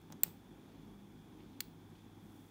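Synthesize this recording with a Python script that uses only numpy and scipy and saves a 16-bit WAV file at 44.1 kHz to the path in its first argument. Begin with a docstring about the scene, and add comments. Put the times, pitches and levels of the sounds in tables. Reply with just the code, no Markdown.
"""Light ticks and dull bumps come first, as a disc padlock is picked by hand in a small quiet room.
A disc snaps round with one bright click; later the pick tip chatters over a disc. Each impact excites
the normal modes of the metal, which the hands damp within milliseconds. Fingers rub on the tool,
making friction noise; mains hum, room rumble and hiss lie beneath."""
import sys
import numpy as np
from scipy import signal
from scipy.fft import rfft, irfft
from scipy.io import wavfile

SR = 44100
rng = np.random.default_rng(int(sys.argv[2]) if len(sys.argv) > 2 else 0)


def transcribe(u):
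    """Save the signal u as a 16-bit wav file named by the first command-line argument.

    u: samples, shape (n,) or (channels, n), limited to [-1, 1]; the rate is SR.
    q: integer samples, one column per channel.
    """
    v = np.clip(np.atleast_2d(u).T, -1, 1)
    q = np.round(v * 32767).astype(np.int16)
    wavfile.write(sys.argv[1], SR, q)


N = 110250

# a disc hits its stop and rebounds: start_s, level_db
DISC_SNAPS = [(0.233513, -31.5), (0.234305, -8.6), (0.238166, -34)]
# modes of the disc in the lock body: pitch_hz, gain_db, t60_s
DISC_MODES = [(1100, -18, 0.0018), (1840, -36.5, 0.033), (2340, -29, 0.025), (3010, -37, .0097),
              (4440, -30.5, 0.019), (5071, -10, .0017), (6530, -14.5, 0.0015), (7760, -7.5, 0.0073),
              (8209, -13.5, .0047), (10000, -4.5, 0.0029), (11609, -19.5, 0.0063), (13900, -17, .0051),
              (14390, .2, .0077), (15420, -25, .019)]
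# contacts of the pick tip with a disc: start_s, level_db
PICK_CHATTER = [(1.604366, -35.8), (1.604865, -43), (1.605523, -24.9), (1.606997, -42), (1.60761, -33.5),
                (1.608918, -49)]
# modes of the pick: pitch_hz, gain_db, t60_s
PICK_MODES = [(1740, -27, .025), (2280, -10, 0.015), (2770, -19, 0.017), (3486, -18, 0.017),
              (4320, 4.5, 0.0021), (4670, -16.5, 0.015), (5500, -4, 0.0033), (6430, -6.5, 0.02),
              (7340, -8, 0.0078), (7900, -13, 0.0087), (11650, -9, 0.013), (12500, -15, .008),
              (13600, -11, .0144), (14800, -4, 0.0074), (15300, -17, 0.026)]
# spectra of the fizz after the snap and the chatter: frequency_hz, gain_db
DISC_FIZZ = [(300, 8), (900, -4), (2000, -2), (5000, -2), (7200, -2), (8200, 5.5), (9300, -6.5),
             (11500, -8), (13700, -6.5), (14600, 12.5), (15700, 0), (16100, -19)]
PICK_FIZZ = [(1000, -28), (2500, -2), (4200, 5), (6000, -2), (8200, -2), (10500, -4), (14000, -5),
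             (15100, 11), (15650, 14), (16000, -22)]
# touches of the pick in the keyway: start_s, level_db, centre_hz, width_octaves, decay_s
KEYWAY_TICKS = [(0.0158, -53, 11000, 0.82, 0.00066), (0.1212, -48, 14300, .12, 0.00094),
                (0.1223, -52, 5000, .8, 0.0012), (0.1236, -50.5, 3200, 0.96, .0028),
                (0.1243, -44, 6850, 0.14, .001), (0.1293, -44.5, 6310, .22, 0.00046),
                (0.211, -54.5, 13000, .5, 0.0004), (0.2468, -53, 3800, .6, .0016),
                (0.2535, -60.5, 2500, 0.79, 0.0019), (0.2705, -60, 3780, 0.65, .002),
                (0.2805, -59, 3500, 0.98, 0.0037), (1.9027, -61, 8470, .13, 0.00095),
                (1.953, -66.5, 2820, 0.37, 0.0054)]
# the lock shifts in the hand: start_s, level_db
BODY_BUMPS = [(0.1032, -44.5), (0.1156, -50.5), (0.1243, -42.5), (0.1324, -47), (0.2345, -53),
              (0.2515, -52.5), (0.2620, -46), (0.2675, -48.5), (0.2785, -46), (0.2875, -55)]
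# modes of the hand-held lock body: pitch_hz, gain_db, t60_s
BODY_MODES = [(551, -5.5, 0.01), (809, -3.5, .010), (1216, -8.5, 0.0028)]
# fingers rub and shift their grip: middle_s, half_length_s, level_db, centre_hz, width_octaves
FINGER_RUBS = [(0.131, 0.03, -56, 191, 0.38), (0.293, 0.061, -57, 165, .2), (0.638, 0.12, -68.5, 326, 1.37),
               (0.74, 0.095, -76.5, 2957, 0.66), (1.404, 0.012, -69, 2410, .6),
               (1.509, 0.1, -79, 3490, 0.54), (1.98, 0.051, -77.5, 2800, 0.98),
               (2.397, .13, -75.5, 12000, 1.6)]
# spectrum of the reverberation: frequency_hz, gain_db
ROOM_COLOUR = [(300, 15), (900, 4), (2000, 3.5), (4500, 1), (7600, -11.5), (8400, -7.5), (9500, -8),
               (11000, -5.5), (13400, -9), (14400, -9.5), (14950, -8), (16200, -17)]
# envelope of the mains hum: time_s, level_db
MAINS_LEVEL = [(0, -66), (1.2, -69), (1.45, -64), (2.1, -64), (2.5, -64.5)]
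# narrow bands of hum and whirr: centre_hz, width_hz, level_db
HUM_BANDS = [(49, 11, -71.5), (161.6, 14, -65.5), (205, 5.9, -69.5), (250.6, 17, -69.5), (3410, 440, -77.5)]
# spectra of the room's rumble and hiss: frequency_hz, gain_db
RUMBLE_SPECTRUM = [(25, -32), (45, -15), (70, -14), (120, -7.5), (170, -8), (260, -4), (315, -4),
                   (400, -11), (470, -16.5), (600, -24.5), (810, -16.5), (1200, -25.5), (2000, -42),
                   (4000, -59.5)]
HISS_SPECTRUM = [(300, -38.5), (1500, 3), (1950, -2), (2350, 0.5), (2850, -5), (4200, -7.5), (6500, -8),
                 (8000, -12), (10200, -10.5), (12500, -13), (15600, -8.5), (16100, -41)]


def disc_snap():
    """Impact excitation: a disc strikes its stop and rebounds, ringing at each contact."""
    return strike(DISC_SNAPS, DISC_MODES, crack_db=-26.5, crack_s=.0041, rise_s=.0001, low_hz=650)


def pick_chatter():
    """Repeated impact: contacts in quick succession excite the modes of the pick."""
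    return strike(PICK_CHATTER, PICK_MODES, crack_db=-7.5, crack_s=.0017, rise_s=.00006, low_hz=1830)


def body_bumps():
    """Heavy damping: the hand absorbs the vibration of the shifting lock, leaving dull bumps."""
    return strike(BODY_BUMPS, BODY_MODES, crack_db=-20.5, crack_s=.0014, rise_s=.000089, low_hz=250.2)


def strike(hits, modes, crack_db, crack_s, rise_s, low_hz):
    """Modal superposition: each contact gives damped sinusoids and a crack; little bass is radiated."""
    out, size = np.zeros(N), SR // 20
    for start, db in hits:
        span = slice(int(start * SR), int(start * SR) + size)
        age = since(start)[span]
        ring = sum(undb(mode_db) * np.cos(2 * np.pi * hz * age) * burst(age, rise_s, t60 / np.log(1000))
                   for hz, mode_db, t60 in modes)
        crack = undb(crack_db) * rng.standard_normal(size) * burst(age, rise_s, crack_s)
        out[span] += undb(db) * (ring + crack)
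    return signal.sosfilt(signal.butter(3, low_hz, "highpass", fs=SR, output="sos"), out)


def fizz(hits, spectrum, level_db):
    """Exponential decay: faint toneless noise dies away after the hardest contact of a click."""
    hardest_s = max(hits, key=lambda hit: hit[1])[0]
    return undb(level_db) * noise(colour(spectrum)) * burst(since(hardest_s), .00053, decay_s=.042)


def keyway_ticks():
    """Transient excitation: each light touch of the pick radiates a brief band of noise."""
    return sum(undb(db) * noise(band(hz, octaves)) * burst(since(start), rise_s=.00024, decay_s=decay)
               for start, db, hz, octaves, decay in KEYWAY_TICKS)


def finger_rubs(top_hz=15800, grain_hz=154, grain_db=2):
    """Stick-slip friction: skin catches and slides on the handle, giving grainy swells of noise."""
    grain = undb(grain_db * noise(lambda f: np.exp(-f / grain_hz)))
    slide = np.zeros(N)
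    for middle, half, db, hz, octaves in FINGER_RUBS:
        friction = noise(lambda f: band(hz, octaves)(f) * (f < top_hz))
        slide += undb(db) * friction * swell(middle, half)
    return slide * grain / np.sqrt(np.mean(grain ** 2))


def reverberation(x, t60_s=.33, gap_s=.0013, build_s=.00053):
    """Convolution with decaying noise models the room's diffuse reflections, weaker in the treble."""
    tail = rng.standard_normal(N) * burst(since(gap_s), build_s, t60_s / np.log(1000))
    tail /= np.sqrt(np.sum(tail ** 2))
    f = np.maximum(np.arange(N + 1) * SR / (2 * N), 1)
    return irfft(rfft(x, 2 * N) * rfft(tail, 2 * N) * colour(ROOM_COLOUR)(f))[:N]


def mains_hum(pitch_hz=100.9):
    """A pure tone at twice the supply frequency; its level dips, then grows a little."""
    level_db = np.interp(since(0), *np.array(MAINS_LEVEL).T)
    return undb(level_db) * tone(pitch_hz)


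def drone(pitch_hz=199.5, level_db=-58):
    """Amplitude modulation: a low tone swells once out of the rumble."""
    return undb(level_db) * tone(pitch_hz) * swell(middle_s=.97, half_length_s=.085)


def room_noise(rumble_db=-59, drift_db=.8, hiss_db=-73):
    """Incoherent sources add in power: drifting rumble, wavering narrow-band hum and even hiss."""
    drift = noise(lambda f: np.exp(-f / 5))
    rumble = undb(rumble_db + drift_db * drift) * noise(colour(RUMBLE_SPECTRUM))
    hum = sum(undb(db) * noise(lambda f: 1 / (1 + ((f - hz) / width * 2) ** 2))
              for hz, width, db in HUM_BANDS)
    return rumble + hum + undb(hiss_db) * noise(colour(HISS_SPECTRUM))


def undb(db):
    """Decibels to amplitude ratio."""
    return 10 ** (np.asarray(db) / 20)


def tone(hz):
    """Sinusoid of unit rms."""
    return np.sqrt(2) * np.sin(2 * np.pi * hz * since(0))


def noise(gain):
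    """Spectral shaping: white noise weighted by gain(frequency), scaled to unit rms."""
    f = np.maximum(np.arange(N // 2 + 1) * SR / N, 1)
    shaped = irfft(rfft(rng.standard_normal(N)) * gain(f), N)
    return shaped / np.std(shaped)


def colour(points):
    """Gain curve through (frequency_hz, gain_db) points on a log-frequency axis."""
    hz, db = np.array(points, float).T
    return lambda f: undb(np.interp(np.log(f), np.log(hz), db))


def band(hz, octaves):
    """Gaussian passband on a log-frequency axis."""
    return lambda f: np.exp(-.5 * (np.log2(f / hz) / octaves) ** 2)


def since(start_s):
    """Seconds elapsed since an onset, zero before it."""
    return np.maximum(np.arange(N) / SR - start_s, 0)


def burst(age, rise_s, decay_s):
    """Envelope of a transient: quick rise, exponential decay."""
    return (1 - np.exp(-age / rise_s)) * np.exp(-age / decay_s)


def swell(middle_s, half_length_s):
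    """Gaussian envelope in time."""
    return np.exp(-.5 * ((since(0) - middle_s) / half_length_s) ** 2)


def scene():
    """Linear superposition of the direct sound, its reverberation and the background."""
    disc, pick = disc_snap(), pick_chatter()
    touches = keyway_ticks() + body_bumps()
    tails = fizz(DISC_SNAPS, DISC_FIZZ, level_db=-54) + fizz(PICK_CHATTER, PICK_FIZZ, level_db=-60)
    reflections = reverberation(undb(-20) * disc + undb(-23.5) * pick + undb(-14.5) * touches)
    direct = disc + pick + touches + tails + finger_rubs()
    background = mains_hum() + drone() + room_noise()
    return (direct + reflections + background)[None]


def record(dry):
    """Band limiting: a steep low-pass filter removes the treble above 16.4 kHz."""
    return signal.sosfilt(signal.ellip(8, .2, 70, 16400, fs=SR, output="sos"), dry)


dry = scene()
out = record(dry)
transcribe(out)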